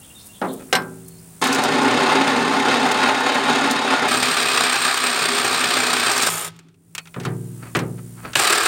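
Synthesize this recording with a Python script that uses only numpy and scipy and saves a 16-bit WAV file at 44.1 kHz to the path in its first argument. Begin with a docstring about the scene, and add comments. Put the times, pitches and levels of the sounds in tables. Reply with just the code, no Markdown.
"""A reciprocating saw cuts bolts on a rotary mower in a field. Over insects and a far bird, two knocks
set the steel blade disc ringing in its free modes. The teeth then chip at a bolt on the disc and next at
one on the sheet-steel deck, forcing each part to rasp and boom. The blade slips out and the deck hums
on; the recorder's gain on the background, ducked during the cuts, recovers and the insects are heard
again. The saw is set back with clinks and bumps, and bites again."""
import sys
import numpy as np
from scipy import signal
from scipy.fft import rfft, irfft
from scipy.io import wavfile

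SR = 44100
rng = np.random.default_rng(int(sys.argv[2]) if len(sys.argv) > 2 else 0)


def unload_audio(sound):
    """Save the sound as a 16-bit wav file, at the path given as the first command line argument."""
    columns = np.transpose(np.atleast_2d(sound))
    # keep every value between -1 and 1, then stretch to whole-number steps
    steps = np.round(np.clip(columns, -1, 1) * 32767)
    wavfile.write(sys.argv[1], SR, steps.astype(np.int16))


N = 382347
TIME = np.arange(N) / SR
DISC_ON_S, DECK_ON_S, SLIP_S = 1.415, 4.08, 6.295
UNSEATED_DB = 5.5   # extra hiss while the blade is not seated in a groove

# crank speed, which sags as the saw is pressed harder: t/s, stroke rate/Hz
CRANK_SPEED = [(1.45, 30), (1.72, 30.2), (1.97, 32.9), (2.69, 34.6), (3.99, 34.1), (4.25, 35.4), (4.66, 33),
               (5.49, 31), (6.07, 30.5), (6.4, 27.2)]
# spectral envelope of the sawn deck: f/Hz, level/dB
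DECK_SPECTRUM = [(55, -48), (85, -33), (120, -21.5), (300, -16), (700, -7.5), (1400, -6), (3000, -10),
                 (4700, -12), (6000, -18.5), (9300, -21), (10900, -30), (15500, -28.5)]
# resonances of the sawn deck: f/Hz, bandwidth/Hz, level/dB
DECK_RESONANCES = [(116.6, 9.7, -10), (170.4, 11, -10.5), (251, 18, 0), (348, 38, -7.5), (408, 16.7, 0.5),
                   (458.4, 12, -3.5), (627, 43, -9.5), (726.5, 20, 0), (798, 9.2, 2.5), (1120, 38, -12.5),
                   (1224, 180, -0.5), (1490, 7.7, -6), (1610, 150, -3), (1790, 117, -8), (2510, 50, -9),
                   (2520, 310, -6.5), (3540, 690, -11), (4050, 180, -8), (4700, 930, -11.5),
                   (7230, 720, -13), (8550, 550, -9.5), (8952, 9, -25), (10140, 110, -21),
                   (13500, 1000, -25)]


def from_db(db):
    """Amplitude ratio of a level in decibels."""
    return 10 ** (np.asarray(db) / 20)


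def rms_one(x):
    """Normalisation to unit rms."""
    return x / np.sqrt(np.mean(x ** 2) + 1e-20)


def since(s):
    """Time elapsed since s; zero before it."""
    return np.maximum(TIME - s, 0)


def in_time(points):
    """Linear interpolation of a curve in time."""
    return np.interp(TIME, *np.transpose(points))


def at_hz(points, hz):
    """Interpolation on a log-frequency axis."""
    frequencies, values = np.transpose(points)
    return np.interp(np.log(hz), np.log(frequencies), values)


def swells(rows, t):
    """Sum of Gaussian pulses, one per row of t/s, length/s, height."""
    return sum(height * np.exp(-2 * ((t - s) / length) ** 2) for s, length, height in rows)


def drift(rate, size):
    """Random fluctuation of unit rms that takes rate new values a second."""
    steps = rng.standard_normal(N // 10)
    return rms_one(np.interp(TIME[:size] * rate, np.arange(len(steps)), steps))


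def butter(hz, kind, order=2):
    """Maximally flat (Butterworth) filter sections."""
    return signal.butter(order, hz, kind, fs=SR, output="sos")


def add(out, s, sound):
    """Superposition of a sound from time s on."""
    at = round(s * SR)
    out[at:at + len(sound)] += sound[:max(N - at, 0)]


def body(x, spectrum, resonances=(), size=8192):
    """Source and filter: x excites a body whose resonances stand out of a broad spectral envelope."""
    hz = np.maximum(np.arange(size // 2 + 1) * SR / size, 1)
    power = from_db(at_hz(spectrum, hz)) ** 2
    for centre, width, db in resonances:
        detuning = 2 * (hz - centre) / width
        power += from_db(db) ** 2 / (1 + (np.sqrt(2) - 1) * detuning ** 2) ** 2
    cepstrum = irfft(np.log(power))[:size // 2]   # its causal half gives minimum phase
    cepstrum[0] /= 2
    response = irfft(np.exp(rfft(cepstrum, size)))
    return signal.fftconvolve(x, response)[:len(x)]


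def field(air_db=-45.5, insect_db=-49, wing_hz=66, throb=0.34, attack_s=0.08):
    """Amplitude modulation: wing strokes make the insects' hiss throb over the noise of open air."""
    # spectral envelopes: f/Hz, level/dB
    air_spectrum = [(25, 4.5), (80, 11), (200, 9), (500, -2), (1500, -8.5), (4000, -13.5), (6000, -11),
                    (10000, -19), (15500, -5.5)]
    insect_spectrum = [(4000, -35), (6500, -9), (8000, -0.5), (9600, 2), (10500, -5), (15500, -22)]
    # the recorder's gain ducks the background after loud sounds, then recovers:
    # start/s, end/s, depth/dB, recovery/s
    gain_ducks = [(.73, 1.2, 2, .2), (1.421, 6.68, 32, .3), (7.75, 8.0, 2.5, .25)]
    air = rms_one(body(rng.standard_normal(N), air_spectrum))
    wings = 1 + throb * np.sin(2 * np.pi * wing_hz * TIME)
    insects = rms_one(wings * body(rng.standard_normal(N), insect_spectrum))
    duck_db = sum(depth * np.minimum(since(start) / attack_s, 1) * np.exp(-since(end) / recovery)
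                  for start, end, depth, recovery in gain_ducks)
    return from_db(-duck_db) * (from_db(air_db) * air + from_db(insect_db) * insects)


def bird(scatter=0.82, scatter_t60=0.49):
    """Random frequency modulation makes short glides hoarse; scattering by far trees smears them."""
    # t/s, length/s, start f/Hz, end f/Hz, rms deviation/Hz, level/dB
    notes = [(0, 0.045, 2760, 2760, 60, -54), (0.012, 0.07, 3130, 3430, 250, -48.5),
             (0.088, 0.042, 2760, 2880, 150, -48), (0.137, 0.069, 3730, 3570, 70, -44.5),
             (0.17, 0.074, 4030, 5020, 900, -47), (0.273, 0.065, 2780, 2750, 60, -52.5),
             (0.317, 0.08, 3270, 3370, 250, -48), (0.459, 0.074, 3660, 3600, 410, -43.5),
             (1.05, .03, 4380, 4200, 60, -57), (1.1, .035, 4420, 4200, 60, -53),
             (1.15, 0.034, 4400, 4170, 59.5, -54.5), (1.18, 0.025, 4900, 5200, 400, -51)]
    song = np.zeros(N)
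    for s, length, start_hz, end_hz, hoarse_hz, db in notes:
        size = round(length * SR)
        hz = np.linspace(start_hz, end_hz, size) + hoarse_hz * drift(1500, size)
        add(song, s, from_db(db) * np.hanning(size) * np.sin(2 * np.pi * np.cumsum(hz) / SR))
    trees = rng.standard_normal(SR // 2) * from_db(-60 * TIME[:SR // 2] / scatter_t60)
    return song + scatter * signal.fftconvolve(song, trees / np.linalg.norm(trees))[:N]


def deck_hum(level_db=-41.5, fade_db_per_s=15.5, swell_s=0.1):
    """Free decay: the deck's lowest resonances go on sounding after the blade slips out."""
    # f/Hz, bandwidth/Hz, level/dB
    resonances = [(109.4, 15, -14), (164.6, 5.4, -3), (276, 57, -25.5), (385, 41, -28)]
    hum = rms_one(body(rng.standard_normal(N), [(100, -39), (1000, -55), (10000, -72)], resonances))
    swell = np.minimum(since(SLIP_S - swell_s) / swell_s, 1)
    return swell * from_db(level_db - fade_db_per_s * since(SLIP_S)) * hum


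def friction(rubs, spectrum, resonances=(), grit_db=0, clicks_per_s=4000):
    """Stick-slip friction: brief swells of tiny random clicks."""
    clicks = (rng.random(N) < clicks_per_s / SR) * rng.standard_normal(N)
    clicks *= from_db(grit_db * rng.standard_normal(N))
    envelope = swells([(s, length, from_db(db)) for s, length, db in rubs], TIME)
    return envelope * rms_one(body(clicks, spectrum, resonances))


def grass():
    """Stick-slip in dry grass gives high crackles."""
    # t/s, length/s, level/dB
    crackles = [(.268, 0.021, -39), (.535, 0.018, -37.5), (1.086, 0.007, -35)]
    # f/Hz, level/dB
    spectrum = [(2000, -30), (6000, -13), (9000, 0), (15500, -6)]
    return friction(crackles, spectrum)


def scuffs():
    """Sliding friction excites resonances as the idle blade scuffs over the steel."""
    # t/s, length/s, level/dB
    rubs = [(.615, 0.028, -43), (.706, 0.029, -51), (7.631, 0.0066, -36.5), (7.66, 0.07, -42),
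            (7.99, 0.02, -42.5), (8.19, 0.029, -45), (8.256, 0.006, -29), (8.275, 0.061, -35.5)]
    # f/Hz, level/dB
    spectrum = [(200, 6.5), (800, 1), (1300, 3.5), (2200, -3.5), (4500, -18), (9000, -28), (15500, -37)]
    # f/Hz, bandwidth/Hz, level/dB
    resonances = [(1310, 61, 8), (2530, 120, -2), (4500, 200, -7.5)]
    return friction(rubs, spectrum, resonances, grit_db=-1.5)


def steel_wash():
    """High modal density: struck sheet steel rings as a second of noise whose highs die first."""
    # f/Hz, T60/s
    decay = [(100, 1), (350, 0.73), (800, 0.38), (2000, 0.17), (5000, 0.061), (14000, 0.057)]
    edges = np.geomspace(50, 17000, num=10)
    wash = np.zeros(SR)
    for low, high in zip(edges, edges[1:]):
        band = signal.sosfilt(butter([low, high], "band"), rng.standard_normal(SR))
        wash += band * from_db(-60 * TIME[:SR] / at_hz(decay, np.sqrt(low * high)))
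    return wash


def impacts(blows, spectrum, modes, grip_db_per_s):
    """Impulse response: a crash damped by the grip, and free modes; a soft contact is a low-pass."""
    out, t = np.zeros(N), TIME[:SR * 2]
    ringing = sum((-1) ** k * from_db(db - 60 * t / t60) * np.sin(2 * np.pi * hz * t)
                  for k, (hz, db, t60) in enumerate(modes))
    for s, crash_db, contact_hz, ring_db in blows:
        contact = butter(contact_hz, "low")
        damped = steel_wash() * from_db(-grip_db_per_s * t[:SR])
        crash = signal.sosfilt(contact, body(damped, spectrum))
        add(out, s, from_db(crash_db) * crash / np.std(crash[:SR // 100]))
        add(out, s, from_db(ring_db) * signal.sosfilt(contact, ringing))
    return out


def disc_knocks():
    """Free vibration: the lightly damped disc rings on after each knock."""
    # t/s, crash level/dB, contact cut-off/Hz, ring gain/dB
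    blows = [(.415, -19.5, 870, -33.5), (.447, -28.5, 1000, -43), (.727, -14.5, 5900, -21.5),
             (.752, -18, 6100, -21.5), (.82, -47, 9000, -68.5)]
    # crash: f/Hz, level/dB
    spectrum = [(50, -62), (110, -22.5), (200, -2.5), (500, -7), (1500, -2.5), (3000, -5.5), (5000, -3),
                (8000, -5), (15500, 2)]
    # f/Hz, level/dB, T60/s
    modes = [(115, -25, 2.7), (167, -18, 3.4), (198, -26, 0.79), (262, 1, 1.02), (260, -8.5, 1.1),
             (377.7, -3, 1.25), (420, -11, .4), (459.6, -2, 1.1), (540, -0.5, 0.28), (620, -18, 0.41),
             (751, 4.5, 0.14), (823, -9, 0.57), (1003, -10.5, .34), (1130, -12, .2), (1340, -4, 0.5),
             (1430, -15, 0.47), (1577, 6, 0.31), (2104, 0.5, .14), (2880, 11.5, 0.027), (4030, 2, 0.08),
             (5280, -4, 0.13), (8440, 2, .1), (11940, -13, .35), (13250, 0.5, 0.2)]
    return impacts(blows, spectrum, modes, grip_db_per_s=27)


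def deck_bumps():
    """Bumps excite the deck's free modes; the ringing is faded out as the saw restarts."""
    # t/s, crash level/dB, contact cut-off/Hz, ring gain/dB
    blows = [(7.162, -32, 1220, -31), (7.2, -36, 5000, -62), (7.234, -39, 5000, -56),
             (7.251, -27.5, 4060, -24), (7.752, -18, 2820, -26), (7.79, -27, 4820, -48),
             (8.354, -25, 9000, -36)]
    # crash: f/Hz, level/dB
    spectrum = [(50, -12), (90, -11), (140, -2), (400, -2.5), (580, -8), (850, -6), (1100, -7),
                (1400, -4.5), (2000, -5.5), (4500, -9.5), (8000, -3), (15500, -1)]
    # f/Hz, level/dB, T60/s
    modes = [(116, -0.5, 2.15), (138, 0, 1.3), (154.6, -5, 0.77), (175.3, -1, 1.7), (244, -12, 2.1),
             (316.5, -16.5, 1.66), (355, -6.5, 1.2), (388, -5.5, 0.82), (451, -13, 0.98), (522, -37, 0.45),
             (630, -26, 0.29), (743, -15, 0.35), (820, -4, 0.038), (1200, -7, 0.2), (1390, 2.5, 0.033),
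             (1590, -33, 1.2), (1760, -14, 0.17), (4490, -11, 0.11)]
    fade_out = np.interp(TIME, [8.36, 8.44], [1, 0])
    return impacts(blows, spectrum, modes, grip_db_per_s=20) * fade_out


def blade_clinks(ring_db=-12):
    """Heavy damping: the saw blade's high modes ring only briefly when it taps the steel."""
    # t/s, crash level/dB, contact cut-off/Hz
    taps = [(6.563, -54, 15000), (6.59, -45, 8800), (6.685, -58, 7000), (6.742, -63, 5000),
            (6.95, -28.5, 15000), (6.98, -25.5, 7668), (7.055, -47, 5000), (7.072, -43, 5000),
            (7.142, -36.5, 2504), (7.25, -42, 9000), (7.75, -19.5, 2000), (7.767, -27, 14920),
            (8.333, -30.5, 6970), (8.354, -12, 5100)]
    # crash: f/Hz, level/dB
    spectrum = [(100, -17), (550, -9), (850, -6), (1050, -6), (1350, 2), (1800, -2), (2800, 3),
                (4500, -4.5), (8500, 0.5), (11000, -9), (15500, -4)]
    # f/Hz, level/dB, T60/s
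    modes = [(1060, -17, 0.17), (1370, -5, 0.09), (2310, -11, 0.2), (2520, -3, 0.17), (3360, -18, .05),
             (4400, -8, 0.16), (5717, -22, .11), (8780, -16, .07), (12000, -10, .17), (13200, -18, 0.11)]
    blows = [(s, db, contact_hz, db + ring_db) for s, db, contact_hz in taps]
    return impacts(blows, spectrum, modes, grip_db_per_s=660)


def snags(gain_db=-11, t60=0.054, small_per_s=4, small_db=-24, spread_db=7.5):
    """Sudden release: a caught tooth lets go with a bright crack; small catches are a Poisson process."""
    # hard catches, mostly on the way into and out of the groove: t/s, relative level/dB
    hard = [(1.417, -13.5), (1.4397, -8), (1.47, -11), (1.527, -7.5), (1.547, -9.5), (1.6367, -9),
            (2.9153, -14.5), (3.71, -7.5), (6.116, -8), (6.1784, -6), (6.223, -4.5), (6.2644, -9)]
    # f/Hz, level/dB
    spectrum = [(500, -25), (2000, -9), (4500, 18.5), (9000, 17), (11000, 7.5), (15500, 5.5)]
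    out, t = np.zeros(N), TIME[:SR // 10]
    waits, sizes = rng.random((60, 2)).T
    times = DISC_ON_S + np.cumsum(-np.log(waits)) / small_per_s
    small = [(s, small_db + spread_db * (2 * size - 1)) for s, size in zip(times, sizes) if s < SLIP_S]
    for s, db in list(hard) + small:
        crack = rms_one(body(rng.standard_normal(len(t)), spectrum))
        add(out, s, from_db(db + gain_db - 60 * t / t60) * crack)
    return out


def rattle(x, depth_db=1, rate_hz=25):
    """Independent modulation of bands: each range of the steel's overtones flares up on its own."""
    out = 0
    for hz in (1000, 2000, 4000):
        band = signal.sosfiltfilt(butter(hz, "low"), x)
        out = out + band * from_db(depth_db * drift(rate_hz, len(x)))
        x = x - band
    return out + x


def cut(start, end, stroke_hz, spectrum, resonances, rasp_db, boom_db, hiss_db,
        return_db, turn_db, chatter_db, uneven_db, wash_db, overtone_db=-5.5):
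    """Forced vibration: teeth chip the bolt twice per crank turn, hardest at mid-stroke."""
    span = slice(round(start * SR), round(end * SR))
    t = TIME[span]
    stroke_hz, rasp_db, boom_db, hiss_db = [
        np.broadcast_to(v, N)[span] for v in (stroke_hz, rasp_db, boom_db, hiss_db)]
    turns = np.cumsum(stroke_hz) / SR
    velocity = np.sin(2 * np.pi * turns)
    cycle_db = turn_db * (1 - np.abs(velocity)) + return_db * (velocity < 0)
    stroke_db = uneven_db * rng.standard_normal(400)[(2 * turns).astype(int)]
    force = from_db(cycle_db + stroke_db + chatter_db * drift(700, len(t)))
    chips = rms_one(force * (rng.random(len(t)) < 16000 / SR) * rng.choice([-1, 1], len(t)))
    # the steel stores each bite and gives it back as a short wash and dense narrow overtones
    energy = signal.lfilter([1], [1, -np.exp(-1 / (0.017 * SR))], force ** 2)
    wash = rms_one(np.sqrt(energy) * rng.standard_normal(len(t)))
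    high_modes = signal.sosfilt(butter(1500, "high"), steel_wash())
    overtones = rms_one(signal.fftconvolve(chips, high_modes)[:len(t)])
    bite = chips + from_db(overtone_db) * overtones
    shaken = body(bite + from_db(wash_db) * wash, spectrum, resonances)
    low, high = butter(500, "low", order=4), butter(6000, "high", order=4)
    boom = signal.sosfiltfilt(low, shaken)
    rasp = rattle(shaken - boom - signal.sosfiltfilt(high, shaken))
    hiss = signal.sosfiltfilt(high, body(bite, spectrum, resonances))   # straight from the teeth
    sawing = rms_one(rasp) + from_db(hiss_db) * rms_one(hiss) + from_db(boom_db) * rms_one(boom)
    # the blade binds for a moment and the whole cut surges: t/s, length/s, rise/dB
    binds = [(2.71, 0.048, 2), (3.05, 0.058, 2.5), (3.275, 0.0098, 0.5), (3.52, 0.063, 3), (3.93, 0.074, 2),
             (8.39, 0.045, 3)]
    hand_db = 0.4 * drift(8.99, len(t))   # the hand's pressure wanders
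    out = np.zeros(N)
    add(out, start, from_db(rasp_db + swells(binds, t) + hand_db) * sawing)
    return out


def disc_cut(seating_s=0.16):
    """Resonance: the blade skips brightly, seats itself and drives the disc into a boom."""
    # f/Hz, level/dB
    spectrum = [(55, -54), (92, -35.5), (125, -28.5), (300, -15.5), (650, -20.5), (1300, -11), (2200, -17),
                (4500, -22), (6500, -33), (9300, -39), (10700, -47.5), (15500, -55.5)]
    # f/Hz, bandwidth/Hz, level/dB
    resonances = [(117, 8.1, -17), (156, 9.9, -15.5), (243.8, 20, -6), (272.1, 11.5, 0), (398.5, 27, -7.5),
                  (438, 34, -22), (483, 31, -10), (597, 75, -12), (762.4, 57, -3.5), (863, 45, -0.5),
                  (1073, 69, -8), (1280, 130, -20), (1441, 27, -6.5), (1778, 110, -12.5), (2620, 110, -15),
                  (3077, 7.8, -12.5), (3790, 30, -11), (4130, 63, -30), (4340, 37, -16.5),
                  (5100, 90, -37.5), (6720, 120, -29), (8770, 770, -34)]
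    # t/s, level/dB re the rasp
    boom = [(1.42, -5.5), (1.8, -0.5), (2.15, -3.5), (2.85, -4.5), (3.2, -8), (3.55, -6), (4.05, -7)]
    hiss_db = -18 + UNSEATED_DB * np.exp(-since(DISC_ON_S) / seating_s)
    return cut(DISC_ON_S, DECK_ON_S, in_time(CRANK_SPEED), spectrum, resonances,
               rasp_db=-19, boom_db=in_time(boom), hiss_db=hiss_db,
               return_db=-4, turn_db=-4, chatter_db=1.6, uneven_db=1.34, wash_db=-1)


def deck_cut(climb_out_s=0.14):
    """Steady forcing of the deck, brighter at the end as the blade climbs out of its groove."""
    # t/s, level/dB re the rasp
    boom = [(4.1, -7.5), (4.5, -12.5), (4.95, -17), (5.25, -11), (5.7, -10.5), (6.28, -12.5)]
    hiss_db = -8.5 + UNSEATED_DB * np.exp(-np.abs(TIME - SLIP_S) / climb_out_s)
    return cut(DECK_ON_S, SLIP_S, in_time(CRANK_SPEED), DECK_SPECTRUM, DECK_RESONANCES,
               rasp_db=-19.5, boom_db=in_time(boom), hiss_db=hiss_db,
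               return_db=-4.5, turn_db=-8.5, chatter_db=1.67, uneven_db=1.17, wash_db=-1.5)


def slip(free_s=6.48, stop_s=6.74):
    """Loss of contact: the blade skates ever more lightly with a thin hiss, comes free and coasts."""
    # f/Hz, level/dB
    spectrum = [(55, -30), (110, -31), (300, -10), (1000, -7), (2500, -10), (4000, -12.5), (5700, -13),
                (8000, -11), (11000, -28), (15500, -30)]
    # f/Hz, bandwidth/Hz, level/dB
    resonances = [(155, 20, -11), (394, 44, 2), (1249.3, 120, -2.5), (3540, 366, -12), (7203, 429, -9),
                  (8800, 665, -3), (10103, 210, -4.5), (11800, 494, -13), (13500, 780, -11),
                  (14800, 1200, -17)]
    contact_db = -450 * since(free_s)
    skate_db = -26 - 37 * since(SLIP_S) + contact_db
    coast_db = -47.5 - 98 * since(free_s)
    hiss_db = np.interp(from_db(contact_db), [0, 1], [-18, 0.5])
    return cut(SLIP_S, stop_s, in_time(CRANK_SPEED), spectrum, resonances,
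               rasp_db=np.maximum(skate_db, coast_db), boom_db=-14.5, hiss_db=hiss_db,
               return_db=-2.5, turn_db=-5, chatter_db=3, uneven_db=0, wash_db=0, overtone_db=-5)


def restart(start_s=8.364, end_s=8.67, stroke_hz=38.07):
    """Forcing resumes at full speed; pressed harder, the deck loses its three lowest resonances."""
    return cut(start_s, end_s, stroke_hz, DECK_SPECTRUM, DECK_RESONANCES[3:],
               rasp_db=-18.5, boom_db=-13, hiss_db=-6,
               return_db=-7.5, turn_db=-3, chatter_db=2.7, uneven_db=1.5, wash_db=1.5)


def scene():
    """Superposition of handling, saw and field at one listening point."""
    handling = disc_knocks() + deck_bumps() + blade_clinks() + scuffs() + grass()
    saw = disc_cut() + deck_cut() + slip() + restart() + snags()
    return (handling + saw + deck_hum() + field() + bird())[None]


def record(dry, bass_hz=57, top_hz=15900):
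    """Band limiting and saturation: the deepest bass is lost, the highest peaks clip, the top is cut."""
    thin = signal.sosfilt(butter(bass_hz, "high", order=1), dry)
    top_cut = signal.ellip(12, .1, 80, top_hz, fs=SR, output="sos")
    return signal.sosfilt(top_cut, np.clip(thin, -1, 1))


dry = scene()
out = record(dry)
unload_audio(out)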